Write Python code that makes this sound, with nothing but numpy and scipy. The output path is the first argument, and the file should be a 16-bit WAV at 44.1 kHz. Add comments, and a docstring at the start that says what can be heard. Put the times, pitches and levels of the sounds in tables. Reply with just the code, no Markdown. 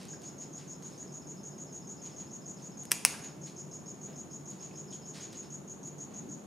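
"""Trimming a turtle's claws on a porch

Over a low outdoor rumble, two crickets chirp by stridulation, drawing a scraper along a toothed wing.
Hands rub and tap on the turtle's shell, and blade and claw tick together. The clippers fracture a claw
and snap shut, each impact ringing their steel. The roofed porch reflects the clicks and chirps."""
import sys
import numpy as np
from scipy import signal
from scipy.fft import rfft, irfft
from scipy.io import wavfile

SR = 44100
rng = np.random.default_rng(int(sys.argv[2]) if len(sys.argv) > 2 else 0)


def wav_out(sig):
    """Save sig, one row per channel (or a flat mono array), as 16-bit PCM at SR to the path in sys.argv[1]."""
    wavfile.write(sys.argv[1], SR, np.round(np.clip(np.atleast_2d(sig).T, -1, 1) * 32767).astype(np.int16))


N = 284886


def amp(db):
    """Amplitude ratio of a level in decibels."""
    return 10 ** (np.asarray(db) / 20)


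def unit_rms(x):
    """Normalisation to unit mean power."""
    return x / np.sqrt(np.mean(abs(x) ** 2) + 1e-20)


def read(points, hz):
    """Linear interpolation on a log-frequency axis."""
    f, value = np.transpose(points)
    return np.interp(np.log(hz + 1), np.log(f + 1), value)


def add(mix, s, sound):
    """Superposition of a sound starting at time s, which may be negative."""
    at = round(s * SR)
    sound = sound[max(-at, 0):]
    part = mix[max(at, 0):][:len(sound)]
    part += sound[:len(part)]


def envelope(t, attack_s, hold_s, release_s):
    """Trapezoidal envelope: rises from 0 to 1, holds, and falls to 0."""
    return np.interp(t, np.cumsum([0, attack_s, hold_s, release_s]), [0, 1, 1, 0])


def noise(gain, correlation):
    """Partially coherent stereo noise, from a gain and a left-right correlation at each frequency."""
    left, independent = rfft(rng.standard_normal((2, N)))
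    right = correlation * left + np.sqrt(1 - correlation ** 2) * independent
    return unit_rms(irfft(np.array([left, right]) * gain, N))


def flutter(size, width_hz):
    """Complex narrow-band random modulation whose spectrum falls beyond width_hz."""
    hz = np.fft.fftfreq(size, 1 / SR)
    z = rng.standard_normal(size) + 1j * rng.standard_normal(size)
    return unit_rms(np.fft.ifft(z / (1 + (hz / width_hz) ** 2)))


def causal(colour, size=2048):
    """Minimum-phase impulse response of a spectrum, with unit energy."""
    db = read(colour, abs(np.fft.fftfreq(size, 1 / SR)))
    log_gain = np.log(amp(np.maximum(db, -80)))
    response = np.fft.ifft(np.exp(np.conj(signal.hilbert(log_gain)))).real[:size // 2]
    return response / np.linalg.norm(response)


def burst(t60, size=1024):
    """Broadband excitation: a decaying cluster of tiny fractures, with unit energy."""
    fade = amp(-60 * np.arange(size) / SR / t60)
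    x = rng.standard_normal(size) * fade
    for _ in range(4):  # flatten the spectrum, then restore the decay
        x = irfft(np.exp(1j * np.angle(rfft(x)))) * np.sqrt(fade)
    return x / np.linalg.norm(x)


def background(rumble_db=-49.5, waver_db=.25, waver_hz=3, hiss_db=-66, swell_db=-46.5, swell_hz=263):
    """Spectrally shaped noise: a wavering rumble with one late swell, two droning bands and faint hiss."""
    # outdoor rumble and hiss spectra: (frequency [Hz], level [dB])
    rumble_colour = [(15, -62), (25, -26.5), (58, -25.5), (81, -15), (107, -12.5), (128, -10), (145, -3.5),
                     (250, -7), (370, -8), (421, -10.5), (460, -13.5), (863, -18.5), (2060, -32),
                     (4500, -37), (5850, -79), (9900, -120)]
    hiss_colour = [(2000, -24), (4000, -10), (6500, 9), (8500, -2.5), (10500, 0), (12500, -6.5),
                   (15200, -7), (16000, -36.5)]
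    # likeness at the two ears: (frequency [Hz], correlation [ratio])
    coherence = [(60, 0.48), (120, 0.8), (240, 0.84), (480, 0.51), (950, 0.28), (1890, 0.14), (3770, 0.18),
                 (7520, 0.93), (15000, 0.37)]
    # droning bands: (centre [Hz], half-width [Hz], level [dB])
    drones = [(144.5, 8.1, -57), (190.5, 19, -58)]
    hz, t = np.fft.rfftfreq(N, 1 / SR), np.arange(N) / SR
    correlation = read(coherence, hz)
    rumble_gain = amp(rumble_db + waver_db * flutter(N, waver_hz).real)
    rumble = rumble_gain * noise(amp(read(rumble_colour, hz)), correlation)
    swell_gain = amp(swell_db) * envelope(t - 6.12, attack_s=.11, hold_s=0, release_s=.26)
    swell_band = 1 / (1 + (2 * np.log2((hz + 1) / swell_hz)) ** 4)
    swell = swell_gain * noise(swell_band, correlation)
    drone = sum(amp(db) * noise(1 / (1 + ((hz - f) / width) ** 2), correlation) for f, width, db in drones)
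    hiss = amp(hiss_db) * noise(amp(read(hiss_colour, hz)), correlation=.31)
    return rumble + swell + drone + hiss


def porch_tail(side, rise_s):
    """Diffuse reverberation: dense reflections build up, then decay exponentially in each band."""
    # porch decay: (frequency [Hz], reverberation time [s])
    decay = [(300, 1.1), (2000, 0.62), (5000, 0.55), (8000, 0.44), (11000, 0.51), (15000, 0.2)]
    # initial spectrum of the reverberation: (frequency [Hz], level [dB])
    colour = [(300, 6.5), (4000, 2.5), (10500, -3), (15000, -2), (16000, -8)]
    hz, t, bands = signal.stft(rng.standard_normal((2, SR)), SR, nperseg=256)
    level_db = read(colour, hz)[:, None] - 60 * t / read(decay, hz)[:, None]
    mid, wide = signal.istft(bands * amp(level_db), SR, nperseg=256)[1][:, :SR]
    build_up = 1 - np.exp(-np.arange(SR) / SR / rise_s)
    tail = np.array([mid + side * wide, mid - side * wide]) * build_up
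    return tail / np.linalg.norm(tail[0])


def early(x, echo_db, apart=0):
    """Direct sound plus discrete reflections; apart tilts the treble between left and right."""
    # early reflections of the porch: (delay [s], level [dB])
    echoes = [(.007, -13), (.0121, -20), (0.0158, -29), (0.0211, -29)]
    response = np.zeros((2, SR // 10))
    response[:, 0], response[:, 1] = 1, [apart, -apart]
    for delay, db in echoes:
        response[:, round(delay * SR)] += amp(db + echo_db)
    return signal.oaconvolve(x[None], response, axes=1)[:, :N]


def late(x, tail):
    """Reverberant field: convolution with the porch's diffuse tail."""
    return signal.fftconvolve(x[None], tail, axes=1)[:, :N]


def chirp_train(bouts, period_s=.148, first_db=-1, jitter_s=.001, spread_db=.6):
    """Quasi-periodic chirps (time [s], level [dB]); the period stretches to fill each bout."""
    beats = np.array([(s, db + first_db * (s == first)) for first, last, db in bouts
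                      for s in np.linspace(first, last, round((last - first) / period_s) + 1)])
    return beats + rng.standard_normal(beats.shape) * [jitter_s, spread_db]


def wing_stroke(lead_s, edge_s, opening_s, opening_db, rest_s, closing_s, swell_db,
                tooth_hz, push_hz, scrape, grip):
    """Contact pressure as the wings open, then close: more pressure gives a higher, cleaner tone."""
    t = np.arange(0, opening_s + rest_s + closing_s + 4 * edge_s, 1 / SR)
    closing_t = t - opening_s - rest_s - 2 * edge_s
    opening = amp(opening_db) * envelope(t, edge_s, opening_s, edge_s)
    closing = amp(swell_db * (closing_t / closing_s - 1.5)) * envelope(closing_t, edge_s, closing_s, edge_s)
    pressure = opening + closing
    return t - lead_s, pressure, tooth_hz + push_hz * pressure, scrape * (1 - grip * pressure)


def cricket(chirps, stroke, slip_hz, slip_width_hz, rasp_width_hz, fresh, lower_db, overtone_db):
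    """Stridulation: a tone at the tooth rate, roughened by teeth that are partly alike in every chirp."""
    t, pressure, hz, scrape = stroke
    worn, teeth = flutter(len(t), slip_width_hz), flutter(len(t), rasp_width_hz)
    out = np.zeros(N)
    for start, db in chirps:
        # the scraper catches and slips, so the tooth rate wavers
        slip = (worn + fresh * flutter(len(t), slip_width_hz)).real
        tooth_rate = hz + slip_hz * unit_rms(slip - slip.mean())
        tone = np.exp(2j * np.pi * np.cumsum(tooth_rate) / SR)
        rasp = scrape * unit_rms(teeth + fresh * flutter(len(t), rasp_width_hz))
        # the rasp also shakes a lower, weaker mode of the wing
        lower = scrape * flutter(len(t), 180) * np.exp(2j * np.pi * .92 * hz.mean() * t)
        wing = (1 + rasp) * tone + amp(lower_db) * lower + amp(overtone_db) * rasp * tone ** 2
        add(out, start + t[0], amp(db) * unit_rms(pressure * wing.real))
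    return out


def near_cricket(tail, wall_delay_s=.031, wall_db=-15):
    """Close stridulation, slightly to the left, with a specular reflection from a wall."""
    # bouts of chirping: (first chirp [s], last chirp [s], level [dB])
    bouts = [(-.066, .085, 1.7), (.236, 1.272, 0.35), (1.435, 2.459, 1.15), (2.625, 3.222, 0.3),
             (3.417, 5.504, 1.14), (5.679, 6.294, 1.3)]
    stroke = wing_stroke(lead_s=.0055, edge_s=.0042, opening_s=.008, opening_db=-4.5, rest_s=.002,
                         closing_s=.037, swell_db=1.5, tooth_hz=6622, push_hz=79.9, scrape=.56, grip=.56)
    song = cricket(chirp_train(bouts), stroke, slip_hz=143.5, slip_width_hz=221, rasp_width_hz=700,
                   fresh=.66, lower_db=-10, overtone_db=-33.5)
    add(song, wall_delay_s, amp(wall_db) * song)
    return unit_rms(early(song, echo_db=6) + amp(-4) * late(song, tail)) * amp([[.4], [-.4]])


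def far_cricket(tail):
    """Distant stridulation: a slower tooth rate gives a lower pitch, and the two strokes overlap."""
    # bouts of chirping: (first chirp [s], last chirp [s], level [dB])
    bouts = [(-.045, .701, -1), (.899, 3.145, -1), (3.27, 3.838, 0.3), (4.11, 4.282, -1), (4.572, 5.143, 1),
             (5.282, 5.415, -2)]
    stroke = wing_stroke(lead_s=-.014, edge_s=.011, opening_s=.005, opening_db=4.5, rest_s=-.006,
                         closing_s=.014, swell_db=-.5, tooth_hz=5240, push_hz=20, scrape=.8, grip=.2)
    song = cricket(chirp_train(bouts), stroke, slip_hz=110, slip_width_hz=260, rasp_width_hz=249,
                   fresh=1.8, lower_db=-16, overtone_db=-30)
    return unit_rms(early(song, echo_db=-5.5) + amp(-4.5) * late(song, tail))


def rubbing(grains_per_s=1300, grain_db=2.5, smooth=.77, rise=.16, shifts_per_s=2.5, size=16384):
    """Stick-slip friction of skin on shell: fine grains in a soft hiss that swells quickly and fades."""
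    # firm strokes: (time [s], duration [s], level [dB], tilt [dB/octave])
    strokes = [(-.03, 0.17, -55, .5), (0.208, 0.12, -59.5, 2), (0.402, 0.085, -61, 0),
               (0.567, 0.14, -58.5, 0), (0.809, 0.36, -63, 3.5), (2.029, 0.15, -59.5, 0.5),
               (2.188, 0.087, -60.5, -2), (2.568, .16, -64, 2), (3.229, 0.083, -56, -2),
               (3.455, 0.084, -54.5, 2), (4.061, 0.15, -63.5, -5.5), (4.5, 0.11, -61.5, 1.5),
               (4.579, .24, -64, -0.5), (4.913, 0.075, -57, 3.5), (5.129, 0.18, -51, 0.5),
               (5.317, 0.089, -56, 1), (5.419, 0.065, -60.5, 1), (6.083, 0.27, -66, -4)]
    # friction spectrum: (frequency [Hz], level [dB])
    friction_colour = [(500, -16.5), (1200, -3.5), (2200, -1), (3500, -0.5), (5200, 0.5), (7500, -3),
                       (10500, -11.5), (13000, -28), (15000, -26), (16000, -36)]
    grip_shifts = [(s + rng.random() / shifts_per_s, .11, -73.5, -1)  # same columns as the strokes
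                   for s in np.arange(0, N / SR, 1 / shifts_per_s)]
    t, out = np.arange(size) / SR, np.zeros(N)
    for s, length, db, tilt_db in strokes + grip_shifts:
        slipping = rng.random(size) < grains_per_s / SR
        force, hiss = rng.exponential(1, size), rng.standard_normal(size)
        grains = amp(grain_db * np.minimum(force, 3)) * np.sign(hiss) * slipping
        colour = [(hz, level + tilt_db * np.log2(hz)) for hz, level in friction_colour]
        friction = signal.fftconvolve(unit_rms(grains) + smooth * hiss, causal(colour))[:size]
        add(out, s, amp(db) * unit_rms(friction) * envelope(t / length, rise, 0, 1 - rise))
    return out


def taps(blur_hz=190, rise_s=.00074):
    """Damped resonance: each soft contact with the shell excites one short, rough note."""
    # hollow taps: (time [s], level [dB], pitch [Hz], 60 dB decay time [s])
    contacts = [(0.133, -54, 1620, 0.13), (1.025, -59, 1800, 0.14), (3.131, -44, 951, 0.089),
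                (3.14, -42.5, 1654, 0.067), (4.085, -43, 547, 0.12), (4.71, -45, 2490, .025),
                (4.778, -51, 3030, 0.018), (4.925, -49, 3280, 0.11)]
    t, out = np.arange(0, .2, 1 / SR), np.zeros(N)
    for s, db, hz, t60 in contacts:
        note = (flutter(len(t), blur_hz) * np.exp(2j * np.pi * hz * t)).real
        add(out, s, amp(db - 60 * t / t60) * (1 - np.exp(-t / rise_s)) * note)
    return out


def ticks(t60=.016, skirt_db=-5):
    """Impulse excitation: each light contact of blade and claw drives one broad resonance."""
    # light contacts: (time [s], level [dB], centre frequency [Hz])
    contacts = [(.031, -11.5, 9000), (0.053, -8.5, 10100), (0.219, -12, 7000), (0.824, -11, 5994),
                (2.835, -8, 11200), (2.8533, -3, 9200), (3.1933, -8, 8080), (3.245, -6, 4500),
                (4.5049, -10.5, 10000), (5.329, -7, 5000), (5.875, -12, 10520)]
    out = np.zeros(N)
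    for s, db, hz in contacts:
        colour = [(hz / 10, 2 * skirt_db), (hz / 2, skirt_db), (hz, 0), (13000, -12), (16000, -34)]
        add(out, s, amp(db) * signal.fftconvolve(burst(t60), causal(colour)))
    return out


def clippers(blows, colour, tail, ring_db, wet_db):
    """Modal ringing: each sharp blow excites the steel's damped modes and the porch's reverberation."""
    # modes of the steel: (frequency [Hz], level [dB], 60 dB decay time [s])
    modes = [(2480, -32, 0.02), (2770, -39.5, 0.022), (5505, -13, 0.0071), (7720, -28, 0.028),
             (9170, -23.5, 0.014), (10500, -21.5, 0.014)]
    # spectrum radiated in all directions: (frequency [Hz], level [dB])
    radiation = [(300, -17), (800, -8), (1550, -8.5), (2050, -.5), (3000, -1.5), (4000, -7), (5500, 1.5),
                 (7000, 2.5), (10300, 4), (12000, -8.5), (15000, -4), (16000, -26.5)]
    t, excitation = np.arange(2048) / SR, np.zeros(N)
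    body = amp(ring_db) * sum(amp(db - 60 * t / t60) * np.sin(2 * np.pi * hz * t) for hz, db, t60 in modes)
    add(body, 0, causal(colour))
    for s, db, t60 in blows:
        add(excitation, s, amp(db) * burst(t60))
    direct = signal.oaconvolve(excitation, body)[:N]
    radiated = signal.oaconvolve(excitation, causal(radiation))[:N]
    return early(direct, echo_db=-.5, apart=.11) + amp(wet_db) * late(radiated, tail)


def claw_crack(tail):
    """Brittle fracture: the claw gives way between the blades in a rapid run of cracks."""
    # cracks: (time [s], level [dB], 60 dB decay time [s])
    cracks = [(2.9111, -22.5, 0.0062), (2.9158, -14, .005), (2.9172, -12.5, 0.0039), (2.9181, -5, 0.007)]
    # fracture spectrum: (frequency [Hz], level [dB])
    colour = [(180, -50), (350, -9), (780, -15.5), (1880, 3), (2400, -4), (3030, -0.5), (3710, -8.5),
              (4540, -11), (5460, 4), (5930, 4), (6670, -8.5), (7890, 0), (12200, -2.5), (13500, -10),
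              (15400, -15), (16500, -40)]
    return clippers(cracks, colour, tail, ring_db=-21, wet_db=-10.5)


def jaw_snap(tail):
    """Hard impact: the jaws snap shut and ring the steel strongly."""
    # impact: (time [s], level [dB], 60 dB decay time [s])
    snaps = [(3.0502, 1, 0.0093)]
    # impact spectrum: (frequency [Hz], level [dB])
    colour = [(180, -50), (300, -27), (834, -8), (1430, -12.5), (1870, -5.5), (2480, -4.5), (2740, -3),
              (3710, -22), (4770, -12.5), (5460, 3.5), (6900, -7), (9180, -2), (10500, -4), (13300, -21.5),
              (14900, -12), (16500, -15.5)]
    return clippers(snaps, colour, tail, ring_db=-8.5, wet_db=-11)


def scene():
    """Superposition of crickets, clippers and hands in one porch, over the outdoor background."""
    tail = porch_tail(side=.33, rise_s=.0028)
    crickets = amp(-50) * near_cricket(tail) + amp(-67.5) * far_cricket(tail)
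    cut = amp(8.5) * claw_crack(tail) + amp(8) * jaw_snap(tail)
    handling = amp(-22) * ticks() + taps() + amp(1) * rubbing()
    hands = early(handling, echo_db=-6) + amp(-6.5) * late(handling, tail)
    return background() + crickets + hands + cut


def record(dry):
    """Output shaping: a narrow treble notch, the loudest snaps clipped, a low cut and a band limit."""
    notched = signal.lfilter(*signal.iirnotch(7860, Q=70, fs=SR), dry)
    clipped = np.clip(notched, -.92, .92)
    low_cut = signal.lfilter(*signal.butter(2, 38, "highpass", fs=SR), clipped)
    band_limit = signal.firwin(255, cutoff=16500, window=("kaiser", 9), fs=SR)
    return signal.oaconvolve(low_cut, band_limit[None], "same")


dry = scene()
out = record(dry)
wav_out(out)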